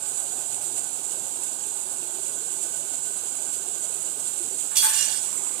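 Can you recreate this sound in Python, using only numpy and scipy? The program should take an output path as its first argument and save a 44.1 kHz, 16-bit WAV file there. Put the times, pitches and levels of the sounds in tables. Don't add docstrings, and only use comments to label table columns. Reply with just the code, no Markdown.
import sys
import numpy as np
from scipy import signal
from scipy.fft import rfft, irfft, next_fast_len
from scipy.io import wavfile

SR = 44100
rng = np.random.default_rng(int(sys.argv[2]) if len(sys.argv) > 2 else 0)


def dump(signal):
    limited = np.clip(np.atleast_2d(signal).T, -1, 1)
    pcm = np.round(limited * 32767).astype(np.int16)
    wavfile.write(sys.argv[1], SR, pcm)


N = 246959
TIME = np.arange(N) / SR
BINS = np.fft.rfftfreq(8192, 1 / SR)

STEEL_MODES_HZ = [1115, 1700, 2841, 3350, 3625, 3990, 4519, 5236, 5763, 5880, 6215, 7100, 7810, 8330, 9118,
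                  9520, 9665, 10185, 11000, 12200, 13130, 14100]


def amp(db):
    return 10 ** (np.asarray(db) / 20)


def unit(x):
    return x / np.sqrt(np.mean(x ** 2) + 1e-20)


def follow(rows):
    s, *columns = np.transpose(rows)
    return [np.interp(TIME, s, c) for c in columns]


def shape(rows, modes=()):
    hz, *columns = np.transpose(rows)
    levels_db = [np.interp(np.log(BINS + 1), np.log(hz), c) for c in columns]
    power = amp(levels_db) ** 2
    for centre, width, *ears in modes:
        peak = 1 / (1 + ((BINS - centre) / width) ** 2) ** 2
        power = power + amp(ears)[:, None] ** 2 * peak
    return np.sqrt(power)


def ring(x, gain):
    log_gain = np.log(np.maximum(gain, 1e-6))
    circle = np.concatenate([log_gain, log_gain[:, -2:0:-1]], axis=1)
    response = np.fft.ifft(np.exp(np.conj(signal.hilbert(circle)))).real
    return signal.oaconvolve(np.atleast_2d(x), response[:, :len(BINS)], axes=1)[:, :N]


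def below(x, hz):
    return signal.sosfiltfilt(signal.butter(2, hz, fs=SR, output="sos"), x)


def tilted(x, tilt_db, pivot_hz):
    dull = below(x, pivot_hz)
    return dull * amp(-tilt_db) + (x - dull) * amp(tilt_db)


def envelope(start, length, rise_s, release_s, sag_db_per_s=0):
    age = np.maximum(TIME - start, 0)
    release = np.exp(-np.maximum(age - length, 0) / release_s)
    return np.minimum(age / rise_s, 1) * amp(-sag_db_per_s * age) * release


def wander(low_hz, high_hz):
    size = next_fast_len(N, True)
    hz = np.fft.rfftfreq(size, 1 / SR)
    spectrum = rfft(rng.standard_normal(size))
    spectrum = spectrum / np.sqrt((hz + low_hz) * (1 + (hz / high_hz) ** 4))
    spectrum = spectrum * hz / (hz + low_hz)
    return unit(irfft(spectrum, size)[:N])


def clicks(per_s, spread_db):
    size = amp(spread_db * np.minimum(rng.exponential(1, N), 5))
    sign = rng.choice([-1, 1], N)
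    return unit(size * sign * (rng.random(N) < per_s / SR))


def bubbles(low_hz, high_hz, cycles, spread_db, climb, count, size):
    when, pitch, strength = rng.random((count, 3)).T[:, :, None]
    turns = low_hz * (high_hz / low_hz) ** pitch * np.arange(size) / SR
    age = turns / cycles
    height = amp(spread_db * np.minimum(-np.log(1 - strength), 4))
    rings = height * np.exp(-age) * np.sin(2 * np.pi * turns * (1 + climb * age))
    at = (when * N).astype(int) + np.arange(size)
    return unit(np.bincount(at.ravel(), rings.ravel(), N)[:N])


def at_ports(x):
    lag_s = .00012
    return np.array([x, np.interp(TIME - lag_s, TIME, x)])


def near_echoes(x):
    # (delay [s], gain)
    reflections = [(.0031, .17), (.0053, -.2), (.0082, .18), (.0127, .15)]
    return x + sum(gain * np.pad(x, (round(s * SR), 0))[:N] for s, gain in reflections)


def kitchen(x):
    # (frequency [Hz], time to fall 60 dB [s])
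    decay = [(300, 0.14), (1600, 0.2), (4000, 0.52), (9000, 0.29), (14000, 0.39)]
    hz, t, z = signal.stft(rng.standard_normal((2, SR // 2)), SR, nperseg=256)
    t60 = np.interp(hz, *np.transpose(decay))[:, None]
    build_up = 1 - np.exp(-t / .006)
    tail = signal.istft(z * amp(-60 * t / t60) * build_up, SR, nperseg=256)[1]
    return signal.oaconvolve(x * np.ones((2, 1)), tail / np.linalg.norm(tail[0]), axes=1)[:, :N]


def scattered(x, count=4, spots_per_s=45):
    spot = spots_per_s * TIME + wander(3.9, 12.3)
    total = 0
    for k in range(count):
        share = np.maximum(1 - abs((spot - k) % count - 1), 0)
        total = total + kitchen(x * np.sqrt(share))
    return total


def hum(pitch_hz=120):
    # (time [s], level [dB])
    course = [(0, -68.5), (.7, -61.5), (1.3, -86), (5.6, -71)]
    return amp(follow(course)[0]) * unit(np.sin(2 * np.pi * pitch_hz * TIME))


def flame():
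    # (frequency [Hz], level [dB])
    colour = [(20, -56), (48, -47), (68, -53), (100, -43), (128, -39.5), (160, -38), (220, -42),
              (400, -43.5), (1200, -62.5)]
    roar = .93 * rng.standard_normal(N) + .52 * rng.standard_normal((2, N))
    return ring(roar, shape(colour))


def gaps():
    # (frequency [Hz], width [Hz], level [dB])
    dips = [(3810, 90, -7), (4965, 95, -23), (5530, 70, -5), (9340, 110, -7)]
    return amp(sum(db * np.exp(-((BINS - hz) / width) ** 2) for hz, width, db in dips))


def clack(direct_db=-2, room_db=0, pivot_hz=3500):
    # (time [s], length [s], level [dB], treble tilt [dB])
    clatters = [(4.706, 0.048, -19, -8), (4.819, 0.03, 2.5, 1), (4.853, 0.03, -8, -3),
                (4.883, 0.256, -7.5, -2)]
    # (frequency [Hz], left level [dB], right level [dB])
    colour = [(80, -89, -85), (600, -57, -64), (1010, -23, -53), (1350, -24.5, -45), (2200, -23.5, -48),
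              (3330, -19.5, -30), (4930, -24.5, -39), (7500, -23, -36), (9200, -26, -12),
              (11000, -15.5, -38), (13300, -22, -20), (15600, -32, -35)]
    # (frequency [Hz], width [Hz], left level [dB], right level [dB])
    blade = [(869, 23, -12.5, -43), (1118, 29, -14, -24), (1533, 68, -16, -20), (1710, 90, -13.5, -27),
             (8200, 73, -5, 0), (9650, 81, -9, 0.5)]
    rise_s, release_s, sag_db_per_s, dulling_db_per_s = 0.011, 0.016, 70, 28
    contacts = clicks(per_s=9000, spread_db=1.5)
    hits = np.zeros(N)
    for start, length, level_db, tilt_db in clatters:
        force = amp(level_db) * envelope(start, length, rise_s, release_s, sag_db_per_s)
        dulling_db = dulling_db_per_s * np.clip(TIME - start, 0, length)
        hits = hits + force * tilted(contacts, tilt_db - dulling_db, pivot_hz)
    heard = amp(direct_db) * hits + amp(room_db) * kitchen(hits)
    return ring(heard, shape(colour, blade) * gaps())


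def blows(contact_s=0.0065):
    # (time [s], relative level [dB])
    knocks = [(4.756, -4), (4.774, -11), (4.801, -11), (4.84, -20), (4.866, -19), (4.895, -13),
              (4.935, -12), (4.974, -6), (5.012, -11), (5.028, -8), (5.083, -15), (5.125, -9)]
    force = sum(amp(db) * (TIME >= s) * np.exp(-abs(TIME - s) / contact_s) for s, db in knocks)
    return force * rng.standard_normal(N)


def scrape(judder_db=2.0, pivot_hz=6000, knock_db=9, knock_left_db=-7, scrape_db=-2.2):
    # (time [s], length [s], relative pressure [dB], treble tilt [dB], extra left level [dB])
    pushes = [(4.754, 0.029, 8, 2, 0), (4.785, 0.046, 1.5, 3, -8), (4.838, 0.063, -3, 5, -3),
              (4.92, 0.044, 2, 1.5, -7), (4.97, 0.21, 2, -0.5, -15), (5.207, 0.13, -11, 2, -13)]
    # (width [Hz], left level [dB], right level [dB], extra on landing [dB])
    steel = [(20, -31, -30, -2), (148, -44, -21.5, -9), (13, -13, -7.5, 1), (13, -4.5, -7.5, 9.5),
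             (20, -16, -15, 5), (16, -18, -15.5, 0), (16, -4, -8.5, 5), (16, -10, -5, -5),
             (14, -19, -4, -1.5), (45, -26, -17, -9), (24, -30, -9, 0), (90, -30, -2, -1),
             (45, -29, -16, 0), (125, -27, -2.5, -4), (22, -5, -1.5, -8), (20, -16, -7, 3.5),
             (50, -19, -11.5, 0), (22, -22, -9, 2), (70, -26, -15, -3), (22, -22, -11.5, 9),
             (50, -23, -18, 6), (80, -26, -23, 3)]
    # (frequency [Hz], left level [dB], right level [dB])
    dense_wall = [(80, -66, -87), (1010, -26, -66), (1830, -33, -39), (2280, -23.5, -25.5),
                  (2700, -22, -28), (3320, -24, -22.5), (4100, -26, -22), (5300, -19, -20.5),
                  (6070, -22, -18), (7440, -31, -14), (9500, -37, -27), (11300, -49, -26),
                  (13300, -32, -35), (15200, -34, -41)]
    rise_s, release_s, sag_db_per_s, dulling_db_per_s = 0.021, 0.014, 49.5, 3
    slide_start_s, slide_length_s = 4.8, 0.07

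    slips = clicks(per_s=7000, spread_db=0.5) * amp(scrape_db + judder_db * wander(25, 110))
    drive = amp(knock_db) * blows() * amp([[knock_left_db], [0]])
    for start, length, pressure_db, tilt_db, left_db in pushes:
        pressure = amp(pressure_db) * envelope(start, length, rise_s, release_s, sag_db_per_s)
        dulling_db = dulling_db_per_s * np.clip(TIME - start, 0, length)
        push = pressure * tilted(slips, tilt_db - dulling_db, pivot_hz)
        drive = drive + push * amp([[left_db], [0]])

    landing, sliding = [], []
    for hz, (width, left, right, extra) in zip(STEEL_MODES_HZ, steel):
        landing.append((hz, width, left + extra, right + extra))
        sliding.append((hz, width, left, right))
    slid = np.clip((TIME - slide_start_s) / slide_length_s, 0, 1)
    wall = ring(drive * (1 - slid), shape(dense_wall, landing) * gaps())
    wall = wall + ring(drive * slid, shape(dense_wall, sliding) * gaps())
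    return wall * amp([[-3], [-.5]]) + kitchen(wall) * amp([[-6], [-11]])


def squeak(waver_hz=9, left_db=-15, rise_s=0.03, release_s=0.012):
    # (time [s], length [s], pitch [Hz], level [dB])
    squeaks = [(4.959, 0.066, 2841, -30), (4.968, 0.046, 5236, -36), (5.058, 0.06, 5236, -39),
               (5.125, 0.049, 5236, -34), (5.205, 0.04, 5236, -51), (5.205, 0.049, 2841, -54)]
    drift_cycles = np.cumsum(waver_hz * wander(26, 90)) / SR
    tones = np.zeros(N)
    for start, length, hz, level_db in squeaks:
        mode_hz = min(STEEL_MODES_HZ, key=lambda mode: abs(mode - hz))
        level = amp(level_db) * envelope(start, length, rise_s, release_s)
        tones = tones + level * np.sin(2 * np.pi * (mode_hz * TIME + drift_cycles))
    return tones * amp([[left_db], [0]])


def ringing_band(start, length, hz, level_db, left_db, width_share=0.13, drift_hz=35, climb_hz_per_s=86):
    level = amp(level_db) * envelope(start, length, rise_s=0.069, release_s=0.6, sag_db_per_s=3)
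    pitch_hz = hz + climb_hz_per_s * (TIME - start) + drift_hz * wander(1.5, 7.8)
    turn = np.exp(2j * np.pi * np.cumsum(pitch_hz) / SR)
    lowpass = signal.butter(2, width_share * hz, fs=SR, output="sos")
    ringing = signal.sosfilt(lowpass, clicks(per_s=200, spread_db=-1.5) / turn)
    return at_ports(unit((turn * ringing).real) * level) * amp([[left_db], [0]])


def burble(wet=1.0, split_hz=560, burble_db=-1.87, lump_db=0.5, blip_db=-17, diffuse_hz=1150):
    # (time [s], big bubbles [dB], middling bubbles [dB])
    churn = [(0, -5, 1), (.2, 0, 0), (.8, -1.8, -1), (1.5, -0.7, -0.5), (3.3, -1.5, 0), (4.3, -1.5, -0.5),
             (4.52, 2.5, -2), (4.85, -8.5, -0.5), (5.1, -3.5, 1), (5.6, 0.5, -0.5)]
    # (frequency [Hz], relative level [dB])
    colour = [(100, -68), (210, -82), (260, -50), (480, -35.5), (900, -40.5), (1120, -39.5), (1350, -38),
              (1700, -43.5), (2100, -95), (3200, -54)]
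    # (frequency [Hz], width [Hz], relative left level [dB], right [dB])
    hollow = [(265, 25, -31, -32), (358, 48, -29.5, -31.5), (640, 70, -32, -37), (825, 55, -32, -33),
              (1030, 45, -38, -38), (1517, 34, -30.5, -31.5)]
    big_db, middling_db = follow(churn)
    blips = bubbles(331.7, 1001, cycles=7.2, spread_db=1.74, climb=0.013, count=420, size=2000)
    pops = clicks(per_s=1100, spread_db=1.5) + amp(blip_db) * blips
    pops = pops * amp(lump_db * wander(22.0, 17.0))
    big = below(pops, split_hz)
    middling = (pops - big) * amp(middling_db)
    small = middling - below(middling, diffuse_hz)
    direct = at_ports(big * amp(big_db) + middling - .5 * small)
    room = scattered(middling + .5 * big + .5 * small)
    return amp(burble_db) * ring(direct + wet * room, shape(colour, hollow))


def vigour():
    # (time [s], relative level [dB])
    boil = [(0, 1.1), (.6, 0.5), (1.95, -0.05), (2.6, 0.7), (3.3, 0.14), (4.4, 1), (5.6, 2)]
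    # (time [s], swell [dB])
    surges = [(.172, 2), (.388, 2), (.532, 3), (.652, 3), (.778, 4), (1.059, 1), (1.12, 3), (1.434, 1.5),
              (1.527, 1), (1.672, 1.5), (2.154, 1), (2.256, 0.5), (2.536, 1.8), (2.644, 2.5), (2.943, 2.5),
              (3.061, 3.5), (3.185, 1), (3.272, 2), (3.547, 5.5), (3.846, 4), (4.073, 0.8), (4.267, 2.5),
              (4.386, 2.4), (4.606, 4)]
    half_length_s = 0.017
    return follow(boil)[0] + sum(db * np.exp(-((TIME - s) / half_length_s) ** 2) for s, db in surges)


def crackle(level_db, crackle_db=-52, wander_db=3, left_db=-9, wet=0.21):
    ticks = bubbles(2573, 6230, cycles=9.8, spread_db=2.5, climb=0.004, count=2500, size=450)
    ticks = unit(ticks * amp(level_db + wander_db * wander(5, 25)))
    return amp(crackle_db) * (at_ports(ticks) + wet * kitchen(ticks)) * amp([[left_db], [0]])


def fizz(level_db, flutter_db=0.89, ping_db=-8, wet=0.58, left_db=0.0, right_db=-1.11):
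    # (frequency [Hz], relative left level [dB], relative right level [dB])
    colour = [(700, -62, -60), (1950, -48, -45), (2400, -46, -38), (2800, -46, -35.5), (3500, -43.5, -34.7),
              (4500, -42.5, -36), (5700, -51, -35.5), (6500, -43, -25.5), (7200, -42, -17),
              (7950, -41, -14.3), (9000, -42, -20), (10300, -42, -26.5), (12000, -45, -36.5),
              (14000, -51, -39.5), (15300, -62, -44)]
    swell = amp(level_db - np.median(level_db) + flutter_db * wander(1.4, 45))
    pings = bubbles(6600, 14930, cycles=31, spread_db=0.0, climb=0.0011, count=3200, size=600)
    bursts = swell * (clicks(per_s=14000, spread_db=2.0) + amp(ping_db) * pings)
    far_side = swell * clicks(per_s=9700, spread_db=3.0)
    room = scattered(bursts, count=3)
    left = unit(far_side + 0.16 * room[0])
    right = unit(near_echoes(bursts) + wet * room[1])
    return ring(np.array([left, right]), shape(colour)) * amp([[left_db], [right_db]])


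def scene():
    # (time [s], length [s], pitch [Hz], level [dB], extra left level [dB])
    bands = [(0.1, 1.9, 729, -51.5, 0.5), (5.207, 0.22, 1090, -49.5, -5), (5.23, 0.16, 2200, -51.5, -11),
             (5.4, 0.15, 1440, -59, -10)]
    boil_db = vigour()
    syrup = fizz(boil_db) + crackle(boil_db) + burble() + sum(ringing_band(*row) for row in bands)
    spatula = scrape() + squeak() + clack()
    return syrup + flame() + hum() + spatula


def record(dry, low_cut_hz=46, edge_hz=15450):
    thin = signal.sosfilt(signal.butter(2, low_cut_hz, "highpass", fs=SR, output="sos"), dry)
    band_limit = signal.firwin(511, edge_hz, window=("kaiser", 9), fs=SR)
    return signal.oaconvolve(thin, band_limit[None], "same", axes=1)


dry = scene()
out = record(dry)
dump(out)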